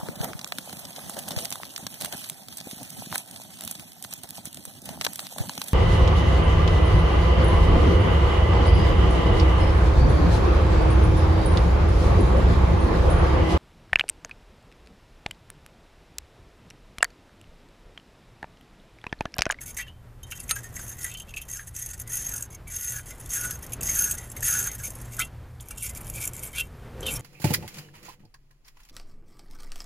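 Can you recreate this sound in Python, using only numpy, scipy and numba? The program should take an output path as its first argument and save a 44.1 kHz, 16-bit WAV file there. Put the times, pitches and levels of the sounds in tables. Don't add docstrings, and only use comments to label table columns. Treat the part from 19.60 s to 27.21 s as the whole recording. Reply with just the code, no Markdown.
import sys
import numpy as np
from scipy import signal
from scipy.fft import rfft, irfft, next_fast_len
from scipy.io import wavfile
from scipy.ndimage import uniform_filter1d
from numba import njit

SR = 44100
rng = np.random.default_rng(int(sys.argv[2]) if len(sys.argv) > 2 else 0)


def generate_wav(sig):
    pcm = np.round(np.clip(np.atleast_2d(sig).T, -1, 1) * 32767).astype(np.int16)
    wavfile.write(sys.argv[1], SR, pcm)


def natural_amplitude(level_db):
    exponent = np.asarray(level_db, float) / 20
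    return 10 ** exponent


N = 335601


def rms_one(x):
    return x / np.sqrt(np.mean(x ** 2) + 1e-20)


def in_time(rows):
    s, level = np.transpose(rows)
    return np.interp(np.arange(N) / SR, s, level)


def coloured(x, points):
    hz, db = np.transpose(points)
    size = next_fast_len(N)
    log_hz = np.log(np.fft.rfftfreq(size, 1 / SR) + 1)
    gain = natural_amplitude(np.interp(log_hz, np.log(hz), db, -90, -90))
    return rms_one(irfft(rfft(x, size) * gain, size)[:N])


def drift(rate_hz):
    r = np.exp(-2 * np.pi * rate_hz / SR)
    return rms_one(signal.lfilter([1], [1, -2 * r, r * r], rng.standard_normal(N + SR))[SR:])


def resonate(x, hz, width):
    r = np.exp(-np.pi * width / SR)
    ringing = signal.lfilter([1, 0, -1], [1, -2 * r * np.cos(2 * np.pi * hz / SR), r * r], x)
    return ringing * np.sqrt((1 - r * r) / 2)


def bank(x, modes):
    return sum((-1) ** k * natural_amplitude(db) * resonate(x, hz, width) for k, (hz, width, db) in enumerate(modes))


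def band(x, low_hz, high_hz):
    return signal.sosfilt(signal.butter(2, [low_hz, high_hz], "band", fs=SR, output="sos"), x)


# pitch in Hz, level in dB per Hz.
RUMBLE_COLOUR = [(11, -23), (18, -1.5), (49, 10.5), (67, 9.5), (92, -29.5), (119, 13.5), (129, -7),
                 (177, -7), (220, -13), (290, -56), (480, -120)]
# pitch in Hz, width in Hz, level in dB against the rumble.
HUM_LINES = [(81.9, 4.7, -8.5), (120, 8.4, -7.5)]


def rumble_and_hum(traffic_db):
    rumble = natural_amplitude(-3.5) * coloured(rng.standard_normal(N), RUMBLE_COLOUR)
    hum = bank(rng.standard_normal(N), HUM_LINES)
    return natural_amplitude(-11.5 + 0.59 * traffic_db) * (rumble + hum)


# pitch in Hz, level in dB per Hz.
TRAFFIC_COLOUR = [(88, -46), (150, 3), (182, -9), (244, -5), (264, -8.5), (502, -11.5), (634, -12.5),
                  (1210, -16), (1780, -19.5), (9710, -45), (15800, -57.5)]


def traffic(traffic_db):
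    return natural_amplitude(traffic_db + 1.6 * drift(5.5)) * coloured(rng.standard_normal(N), TRAFFIC_COLOUR)


# time in seconds, level in dB.
ENGINE_LEVEL = [
    (0, -86.5),
    (7.25, -54.5),
    (7.45, -34.5),
    (7.61, -51),
]


def far_engine():
    note = bank(rng.standard_normal(N), [(524.4, 17, -7.5), (444, 116, -5.5)])
    return natural_amplitude(in_time(ENGINE_LEVEL)) * note


def microphone_hiss(traffic_db):
    return natural_amplitude(-38 + 0.52 * traffic_db) * rng.standard_normal(N)


# time in seconds, traffic level in dB.
STREET_LEVEL = [(0.0, -55), (0.4, -58.5), (1.0, -51), (1.93, -56.5), (2.25, -57.5), (2.54, -51.5),
                (3.28, -54.5), (4.32, -45), (4.64, -49.5), (4.89, -47), (5.95, -53), (6.15, -51),
                (6.55, -47), (6.93, -50.5), (7.33, -49), (7.5, -42), (7.61, -44)]


def garage():
    traffic_db = in_time(STREET_LEVEL)
    steady = rumble_and_hum(traffic_db) + microphone_hiss(traffic_db)
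    return steady + traffic(traffic_db) + far_engine()


def echoes(x):
    t = np.arange(SR // 5) / SR
    taps = rng.standard_normal(len(t)) * natural_amplitude(-60 * t / 0.04) * (t > .002)
    return signal.fftconvolve(x, taps / np.sqrt(np.sum(taps ** 2)))[:N]


# time in seconds, peak level in dB.
CAP_HIT = [
    (0.91, -7.5),
]
# pitch in Hz, level in dB, time to fall 60 dB in seconds.
CAP_NOTES = [(1390, -13, 0.039), (2600, -25.5, 0.25), (2800, -13.5, 0.028), (6480, -14, 0.21),
             (7320, -6, 0.018), (9100, -8, 0.11)]


def knock():
    (s, peak_db), t = CAP_HIT[0], np.arange(SR // 8) / SR
    crack = natural_amplitude(-5.0) * rng.standard_normal(len(t)) * natural_amplitude(-60 * t / 0.012)
    sound = band(crack, 1100, 9500)
    for hz, db, t60 in CAP_NOTES:
        sound += natural_amplitude(db - 14) * np.sin(2 * np.pi * hz * t) * natural_amplitude(-60 * t / t60)
    out = np.zeros(N)
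    out[round(s * SR):][:len(t)] = natural_amplitude(peak_db + 3.5) * np.tanh(sound)
    return out


# start in seconds, peak level in dB, pitch
# in Hz, time to fall 60 dB in seconds.
BODY_RINGS = [(0.199, -46, 3110, 0.41), (0.282, -38.5, 2940, 0.093), (0.631, -47, 3110, 0.17),
              (0.636, -51, 3720, 0.082), (0.285, -58, 3150, 0.28), (0.79, -46, 2720, 0.13),
              (5.535, -50, 2750, 0.12), (0.713, -41.5, 3110, 0.21), (1.043, -41, 1835, 0.16),
              (1.448, -32, 1950, 0.1), (1.55, -32, 3080, 0.067), (2.94, -52, 2230, 0.12),
              (0.912, -33, 1300, 0.067), (3.072, -46, 2300, 0.18), (5.622, -32, 2740, 0.091),
              (6.109, -42, 2770, 0.08), (6.999, -39, 2730, 0.079), (7.465, -29, 3620, 0.11)]


def rings():
    out, clock = np.zeros(N), np.arange(N) / SR
    for s, db, hz, t60 in BODY_RINGS:
        t = clock - s
        out += (t > 0) * natural_amplitude(db - 60 * np.abs(t) / t60) * np.sin(2 * np.pi * hz * t)
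    return out


# start in seconds, peak level in dB, pitch in Hz, time to fall 60 dB in seconds.
BODY_RATTLES = [(0.1688, -17, 2020, 0.059), (0.186, -14, 1940, 0.14), (0.631, -37, 3110, 0.068),
                (0.72, -15, 2730, 0.055), (0.722, -17.5, 1520, 0.04), (0.266, -29, 1800, 0.05),
                (1.166, -19.5, 1950, 0.05), (1.192, -19.5, 1520, 0.048), (0.8916, -18.5, 2370, 0.06),
                (0.9093, -22.5, 1400, 0.12), (0.962, -15, 1620, 0.061), (1.4457, -13.5, 1900, 0.027),
                (1.547, -19.5, 2800, 0.053), (1.5997, -20.5, 2850, 0.033), (1.7387, -17.5, 2640, 0.038),
                (1.7684, -17, 2590, 0.13), (1.9922, -22, 1700, 0.095), (3.3654, -23, 1570, 0.054),
                (3.394, -17.5, 1550, 0.033), (3.847, -16, 1440, 0.05), (4.134, -23.5, 2640, 0.046),
                (4.2094, -19, 2620, 0.028), (4.2857, -15.5, 2090, 0.11), (4.3904, -38, 1460, 0.049),
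                (4.7648, -21.5, 2060, 0.055), (4.827, -14, 1770, 0.029), (4.924, -30, 1620, 0.046),
                (5.066, -48, 1440, 0.047), (3.66, -29, 3530, 0.026), (5.069, -13.5, 1460, 0.061),
                (6.107, -22, 1370, 0.036), (5.5915, -13.5, 1380, 0.12), (6, -24.5, 3350, 0.027),
                (6.5807, -18.5, 2410, 0.027), (6.937, -38, 2230, 0.027), (7.429, -15, 3150, 0.032),
                (7.4638, -8.5, 2960, 0.1)]


def rattles():
    out, t = np.zeros(N), np.arange(SR // 8) / SR
    for s, db, hz, t60 in BODY_RATTLES:
        tap = natural_amplitude(db - 17.5 - 60 * t / max(t60, .005)) * rng.standard_normal(len(t))
        sound = resonate(tap, hz, 120) + natural_amplitude(-23) * resonate(tap, 1800, 2000)
        at = round(s * SR)
        out[at:at + len(t)] += sound[:N - at]
    return out


# start in seconds, length in seconds, bristle level in dB, pitch of the hollow in Hz.
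REST_MOVES = [
    (0.0, 0.29, -56, 1900),
    (0.665, 0.89, -49, 1900),
    (1.647, 1.08, -55, 1920),
    (3.066, 1.11, -50.5, 1950),
    (4.536, 1.14, -49, 1850),
    (5.645, 0.027, -62, 2500),
    (5.867, 0.092, -61.5, 1770),
    (5.997, 1.07, -52, 2280),
    (7.064, 0.49, -61, 1720),
    (7.4, 0.14, -57, 2740),
]


def rests():
    return [(s, length, .5, (0., 0.), db, -7, db - 10.5, (hz, hz), (0, 1)) for s, length, db, hz in REST_MOVES]


# start in seconds, length in seconds, bristle level in dB,
# share of the length where it is loudest, share where the brush starts to seat.
TWIST_MOVES = [
    (1.14, 0.21, -40, 0.28, 0.51),
    (1.879, 0.16, -36.5, 0.5, 0.39),
    (2.141, 0.18, -36.5, 0.29, 0.94),
    (2.491, 0.37, -31, 0.12, 0.56),
    (3.098, 0.31, -32.5, 0.7, 0.72),
    (3.697, 0.26, -29, 0.13, 0.2),
    (4.221, 0.33, -25.5, 0.58, 0.38),
    (4.821, 0.27, -24, 0.13, 0.19),
]
TWIST_OPEN_HZ, TWIST_SHUT_HZ = 1900, 1558


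def twists():
    pitches, seating_share = (TWIST_OPEN_HZ, TWIST_SHUT_HZ), 0.092
    return [(s, length, peak, (-8, -12.5), db, 3.5, db - 14, pitches, (seats, seats + seating_share))
            for s, length, db, peak, seats in TWIST_MOVES]


# start in seconds, length in seconds, bristle level in dB, pitch of the hollow in Hz.
RUB_MOVES = [(0.005, 0.033, -37.5, 1800), (0.055, 0.059, -37, 2230), (0.63, 0.015, -69, 3100),
             (0.708, 0.016, -37, 2600), (0.75, 0.028, -41.5, 1900), (0.793, 0.014, -41, 2800),
             (0.95, 0.041, -38.5, 1620), (1.03, 0.027, -42, 1800), (1.375, 0.12, -39.5, 1950),
             (1.565, 0.064, -46, 3010), (1.69, 0.014, -59, 2760), (1.76, 0.023, -35.5, 2720),
             (1.812, 0.014, -38.5, 2770), (2.07, 0.014, -42, 1800), (2.33, 0.014, -37, 1770),
             (2.39, 0.025, -43, 1900), (2.9, 0.045, -45.5, 2180), (3.072, 0.017, -47, 2350),
             (3.46, 0.052, -42, 1880), (3.6, 0.011, -48.5, 1800), (3.655, 0.045, -52.5, 1900),
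             (4.02, 0.024, -43.5, 1820), (4.12, 0.0086, -42, 2520), (4.57, 0.019, -40, 1900),
             (4.76, 0.027, -43.5, 2140), (5.12, 0.039, -41, 1680), (5.19, 0.034, -41.5, 1470),
             (5.23, 0.045, -33.5, 2240), (5.5, 0.153, -48.5, 2480), (4.625, 0.021, -48.5, 1900)]
# start in seconds, length in seconds, bristle level in dB, pitch of the hollow in Hz.
SCRUB_MOVES = [(6.08, 0.037, -52, 2600), (6.17, 0.051, -40, 2870), (6.22, 0.053, -30.5, 2250),
               (6.285, 0.017, -36.5, 2110), (6.345, 0.038, -39.5, 2230), (6.445, 0.078, -47, 2530),
               (6.53, 0.073, -37.5, 2380), (6.6, 0.058, -30.5, 2250), (6.665, 0.02, -37.5, 2170),
               (6.73, 0.11, -44.5, 2190), (6.825, 0.059, -37, 2240), (7.5, 0.073, -31, 2430),
               (7.59, .03, -44.5, 2110)]


def rubs_and_scrubs():
    return [(s, length, 0.11, (-20.5, -2), db, -1, db - 11, (hz, hz), (0, 1))
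            for rows in (RUB_MOVES, SCRUB_MOVES) for s, length, db, hz in rows]


# start in seconds, length in seconds, level of the hollow in dB, first Hz, last Hz.
SLIDE_MOVES = [(0.175, 0.053, -35.5, 1800, 2800), (0.264, 0.033, -50, 2670, 3000),
               (0.887, 0.03, -30.5, 2380, 1730), (1.423, 0.076, -46, 1810, 2000),
               (1.494, 0.039, -40, 2600, 2660), (1.532, 0.022, -48.5, 3000, 3150),
               (2.255, 0.059, -53, 1960, 1830), (2.456, 0.038, -45, 2030, 1950),
               (2.66, 0.043, -56.5, 1720, 1650), (5.42, 0.045, -60.5, 1500, 1450),
               (1.667, 0.056, -50, 2800, 2740), (2.939, 0.035, -56, 2100, 2160),
               (3.054, 0.032, -60, 2380, 2360), (3.127, 0.044, -59, 1950, 1850),
               (3.79, 0.082, -46.5, 1480, 1470), (3.874, 0.042, -49, 1430, 1460),
               (3.327, 0.057, -54, 1590, 1500), (3.493, 0.04, -49, 2180, 2030),
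               (4.576, 0.1, -49.5, 2130, 1950), (4.908, .12, -45.5, 1520, 1500),
               (5.053, 0.088, -44.5, 2140, 2120), (5.58, 0.042, -35, 1410, 2190),
               (5.598, 0.029, -24.5, 2230, 2800), (6.93, 0.088, -27.5, 2120, 2800),
               (7.425, 0.025, -45.5, 3150, 3040), (7.453, 0.069, -34, 3150, 2250)]


def slides():
    return [(s, length, 0.61, (-14, -11.5), db - 5.5, 3.5, db, (first_hz, last_hz), (0, 1))
            for s, length, db, first_hz, last_hz in SLIDE_MOVES]


def stroke(start, length, peak, shape):
    attack_s, release_s = 0.0025, 0.031
    at, end = round(start * SR), length + release_s
    t = np.arange(min(round(end * SR), N - at)) / SR
    times = [0, np.clip(peak, .05, .95) * length, length, end]
    db = np.interp(t, times, [shape[0], 0, shape[1], shape[1] - 60])
    return slice(at, at + len(t)), t / length, natural_amplitude(db) * np.clip(t / attack_s, 0, 1)


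def hands():
    grip_s, grip_db = 5.38, -14
    wires, ring, air, power, pitch = np.ones(N) * [[1e-9], [1e-9], [0], [1e-12], [2e-9]]
    for s, length, peak, shape, db, clamp_db, air_db, hz, closes in rests() + twists() + rubs_and_scrubs() + slides():
        span, done, press = stroke(s, length, peak, shape)
        wires[span] += natural_amplitude(db) * press
        air[span] += natural_amplitude(air_db) * press
        ring[span] += natural_amplitude(db + clamp_db + grip_db * (s > grip_s)) * press
        weight = (natural_amplitude(air_db) * press) ** 2
        power[span] += weight
        pitch[span] += weight * np.interp(done, closes, hz)
    air_hz = pitch / power
    seated = np.clip((TWIST_OPEN_HZ - air_hz) / 400, 0, 1)
    return wires, ring / wires, air * natural_amplitude(-3 * seated), air_hz


def slips(per_s, spread_db):
    sizes = natural_amplitude(spread_db * np.minimum(rng.exponential(1, N), 3.0)) * rng.choice([-1, 1], N)
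    return rms_one(sizes * (rng.random(N) < per_s / SR))


def clumps(per_s, t60, between_db):
    starts = (rng.random(N) < per_s / SR) * np.minimum(rng.exponential(1, N), 2.2)
    bunches = signal.lfilter([1], [1, -natural_amplitude(-60 / (t60 * SR))], starts)
    return rms_one((natural_amplitude(between_db) + bunches) * natural_amplitude(0.81 * drift(20.6)))


def bursts(rows, attack_s):
    out = np.zeros(N)
    for s, db, t60 in rows:
        at = round(s * SR)
        t = np.arange(min(N - at, SR // 8)) / SR
        onset = 1 - np.exp(-t / max(attack_s, 1e-4))
        out[at:at + len(t)] += natural_amplitude(db - 11.5 - 60 * t / max(t60, .004)) * onset
    return out


# start in seconds, peak level in dB, time to fall 60 dB in seconds.
WIRE_SNAGS = [(0.0595, -16, 0.0079), (0.1658, -11.5, 0.067), (0.629, -30, 0.054), (0.713, -20, 0.017),
              (0.908, -13, 0.012), (1.3856, -31, 0.011), (1.538, -6.5, 0.012), (1.5705, -16, 0.012),
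              (1.596, -35, 0.035), (1.7396, -19, 0.018), (1.9109, -15, 0.018), (2.474, -15.5, 0.027),
              (2.7581, -7.5, 0.04), (2.8225, -8.5, 0.014), (2.9483, -9, 0.011), (3.1612, 5, 0.011),
              (3.692, -9, 0.017), (4.1341, 0.5, 0.0083), (4.2081, 2.5, 0.013), (4.289, -8, 0.013),
              (4.509, -17, 0.045), (4.7162, -6.5, 0.018), (5.0394, -10, 0.013), (5.3492, -23, 0.05),
              (5.4131, -17, 0.026), (5.595, -12.5, 0.032), (6.0053, -16.5, 0.031), (6.1046, -18.5, 0.036),
              (6.4098, -15, 0.017), (7.4641, -1.5, 0.019)]
# start in seconds, peak level in dB.
WIRE_FLICKS = [(0.013, -34.5), (0.059, -25.5), (0.1432, -25.5), (0.1667, -24), (0.631, -24.5),
               (0.7033, -33), (0.711, -23.5), (0.7996, -21), (0.8786, -26), (0.892, -14), (0.9108, -9),
               (0.958, -25), (1.039, -34.5), (1.1273, -33.5), (1.162, -30), (1.1637, -21), (1.3862, -31.5),
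               (1.3872, -32), (1.4157, -22.5), (1.4421, -9), (1.4775, -29), (1.514, -26), (1.5384, -29),
               (1.5723, -25.5), (1.598, -22), (1.618, -27), (1.7386, -28), (1.7669, -32), (1.8158, -35.5),
               (1.884, -23.5), (1.9115, -21), (1.9695, -22), (2.066, -38), (2.077, -26), (2.1632, -15),
               (2.188, -23), (2.221, -16.5), (2.2602, -13), (2.288, -16), (2.3386, -31), (2.377, -33),
               (2.398, -18.5), (2.4733, -28), (2.4957, -28.5), (2.5331, -17), (2.5532, -12.5),
               (2.6434, -28.5), (2.7164, -19.5), (2.7371, -12.5), (2.7575, -25.5), (2.807, -18),
               (2.823, -13), (2.946, -27.5), (2.946, -27.5), (3.0789, -27), (3.1632, -36), (3.1996, -33.5),
               (3.2093, -18), (3.244, -20.5), (3.458, -27.5),
               (3.4583, -34), (3.598, -26.5), (3.6584, -21.5), (3.692, -27.5), (3.705, -23.5),
                 (3.7162, -22.5), (3.7346, -17.5), (3.7472, -15.5), (3.7686, -16.5), (3.7786, -25.5),
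                 (3.8105, -15), (3.834, -18), (3.9063, -23), (3.908, -10), (3.9492, -33), (4.0255, -21),
                 (4.064, -20), (4.1203, -26.5), (4.1318, -10), (4.2094, -33), (4.2101, -26.5),
                 (4.2306, -10.5), (4.255, -24.5), (4.266, -17.5), (4.2734, -13.5), (4.2934, -8.5),
                 (4.3334, -23), (4.3512, -15.5), (4.3667, -21.5), (4.3892, -12), (4.42, -6.5), (4.475, -21),
                 (4.5104, -7.5), (4.5174, -12), (4.5813, -19.5), (4.6112, -38), (4.6386, -35.5),
                 (4.6546, -31), (4.7133, -30.5), (4.7653, -22), (4.771, -29.5), (4.8053, -18.5),
                 (4.8292, -30), (4.8312, -29), (4.846, -26), (4.857, -28.5), (4.8656, -12), (4.9074, -8.5),
                 (4.9243, -10), (4.9362, -7), (4.9862, -19), (5.0253, -17), (5.0392, -12.5), (5.0686, -10),
                 (5.148, -22.5), (5.1814, -25), (5.196, -33), (5.2343, -21.5), (5.2548, -18.5),
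                 (5.303, -17),
               (0.9592, -33), (1.193, -31), (1.2141, -43), (1.2394, -36), (1.279, -19), (1.2917, -20),
                  (1.323, -31), (1.4286, -16), (2.3092, -18), (2.4176, -22), (2.5687, -13.5), (2.5924, -23),
                  (2.6644, -21), (2.69, -18), (2.7794, -19), (3.2635, -24), (3.2894, -35), (3.3194, -32),
                  (3.3578, -25), (3.384, -21), (3.7594, -25), (3.8494, -19), (3.923, -21), (4.3094, -16),
                  (4.3894, -21), (4.406, -15), (4.4394, -4.5), (4.4475, -16), (4.495, -26), (4.876, -15),
                  (4.892, -23), (4.9594, -21), (4.9876, -11), (5.114, -12), (5.2765, -21), (5.5424, -25),
                  (5.6114, -12), (5.6264, -42), (5.6695, -45.5), (6.1785, -29.5), (6.228, -26),
                  (6.3714, -18), (6.652, -15), (6.9944, -29), (7.0024, -20),
               (5.352, -29), (5.4131, -29), (5.5226, -24.5), (5.5666, -22), (5.592, -2.5), (5.6474, -22),
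                  (6.0036, -34.5), (6.0836, -33), (6.0842, -23), (6.1086, -17.5), (6.1713, -33.5),
                  (6.1805, -24), (6.2283, -32), (6.2308, -22.5), (6.2547, -25.5), (6.2936, -28),
                  (6.349, -41), (6.349, -27), (6.358, -28), (6.4102, -26), (6.4453, -28), (6.4677, -23.5),
                  (6.4982, -17), (6.5376, -26.5), (6.558, -31), (6.575, -23), (6.6116, -20.5),
                  (6.6387, -16), (6.6747, -11.5), (6.7326, -23), (6.734, -26), (6.7642, -20), (6.792, -21),
                  (6.8324, -28), (6.8324, -20), (6.9292, -26), (6.9506, -27), (6.9584, -18),
                  (6.9828, -17.5), (7.4053, -23), (7.431, -31.5), (7.4635, -20.5), (7.4884, -27),
                  (7.5144, -31.5), (7.559, -26.5)]


def snags_and_flicks():
    sudden = WIRE_FLICKS
    flicks = bursts([(s, db + 6.5, 0.013) for s, db in sudden], attack_s=.0017)
    return bursts(WIRE_SNAGS, attack_s=0.0079) + flicks


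def patches(count, depth_db):
    touch = uniform_filter1d(rng.standard_normal((count, N // 512 + 2)), size=3) * np.sqrt(3)
    return [natural_amplitude(depth_db * np.interp(np.arange(N) / 512, np.arange(len(row)), row)) for row in touch]


def pings(drive, patchy_db, cycles):
    pitches = np.geomspace(4300, 15000, 32)
    dealt = rng.integers(0, 32, N)
    gains = patches(count=32, depth_db=patchy_db)
    return sum(resonate(drive * gains[k] * (dealt == k) + 1e-18, hz, hz / cycles)
               for k, hz in enumerate(pitches))


# pitch in Hz, level in dB per Hz.
BRISTLE_COLOUR = [(1700, -57), (2600, 1.5), (4300, -19.5), (5500, -10), (7400, 0), (8200, -4), (10500, 2),
                  (12000, 1), (14500, -7.5), (15400, 5), (15800, -31)]


def bristles(drive):
    tips = natural_amplitude(-4) * drive + natural_amplitude(2) * pings(drive, patchy_db=4.5, cycles=35.0)
    return coloured(tips, BRISTLE_COLOUR) * np.sqrt(np.mean(drive ** 2))


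# pitch in Hz, width in Hz, level in dB.
CLAMP_NOTES = [(6140, 160, -13), (6385, 70, -1), (6495, 70, 0), (6700, 150, -9)]


def clamp(drive):
    fits = patches(count=len(CLAMP_NOTES), depth_db=2.0)
    ringing = sum((-1) ** k * bank(drive * fits[k] * natural_amplitude(-5.5), [mode]) for k, mode in enumerate(CLAMP_NOTES))
    return band(ringing, 5750, 7200)


@njit
def glide(x, turn, r):
    y = np.zeros(len(x))
    for i in range(2, len(x)):
        y[i] = (1 - r) * (x[i] - x[i - 2]) + r * (turn[i] * y[i - 1] - r * y[i - 2])
    return y


# pitch in Hz, width in Hz, level in dB.
BODY_NOTES = [(1300, 27, -34), (1380, 27, -13), (1463, 28, 18), (1620, 72, 11.5), (1800, 110, 5),
              (1950, 32, -9), (2060, 18, 4), (2230, 100, -26.5), (2343, 55, 4.5), (2870, 80, -22.5),
              (2730, 29, 11), (3150, 87, 16.5), (3110, 19, 16), (3350, 78, 12), (3566, 110, 16)]


def hollow(drive, hz):
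    turn, r = 2 * np.cos(2 * np.pi * hz / SR), np.exp(-np.pi * 180 / SR)
    air = glide(glide(drive, turn, r), turn, r)
    out = natural_amplitude(13.5) * air
    for (mode_hz, width, db), fit in zip(BODY_NOTES, patches(count=len(BODY_NOTES), depth_db=3.0)):
        near = .04 + 1 / (1 + ((mode_hz - hz) / 125) ** 2)
        out = out + natural_amplitude(db - 10.5) * resonate(drive * near * fit, mode_hz, width)
    return signal.sosfilt(signal.butter(4, 1250, "high", fs=SR, output="sos"), out)


def brush():
    pressure, ring, air, air_hz = hands()
    jumps = slips(9000, spread_db=3.5)
    bunched = clumps(170, .018, between_db=-2.5)
    effort = np.maximum(pressure - natural_amplitude(-63), 0)
    clumping = 0.4 + 1.1 / (1 + (pressure / natural_amplitude(-43)) ** 2)
    drive = jumps * (natural_amplitude(-2.5) * effort * bunched ** clumping + snags_and_flicks())
    cavity = hollow(jumps * np.sqrt(bunched) * air, air_hz)
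    return bristles(drive) + clamp(drive * ring) + cavity


def scene():
    near = brush() + rattles() + rings() + knock()
    mid = near + natural_amplitude(-9.5) * echoes(near) + garage()
    side_colour = [(15, 0), (60, -9), (250, -22), (500, -32), (900, -46)]   # (Hz, dB)
    side = natural_amplitude(-72) * coloured(rng.standard_normal(N), side_colour)
    return np.array([mid + side, mid - side])


def low_pass(x):
    return signal.sosfilt(signal.butter(12, 16500, fs=SR, output="sos"), x)


def record(dry):
    cut = signal.sosfilt(signal.cheby2(10, 50, 15950, fs=SR, output="sos"), dry)
    return low_pass(cut - .0009)


dry = scene()
out = record(dry)
generate_wav(out)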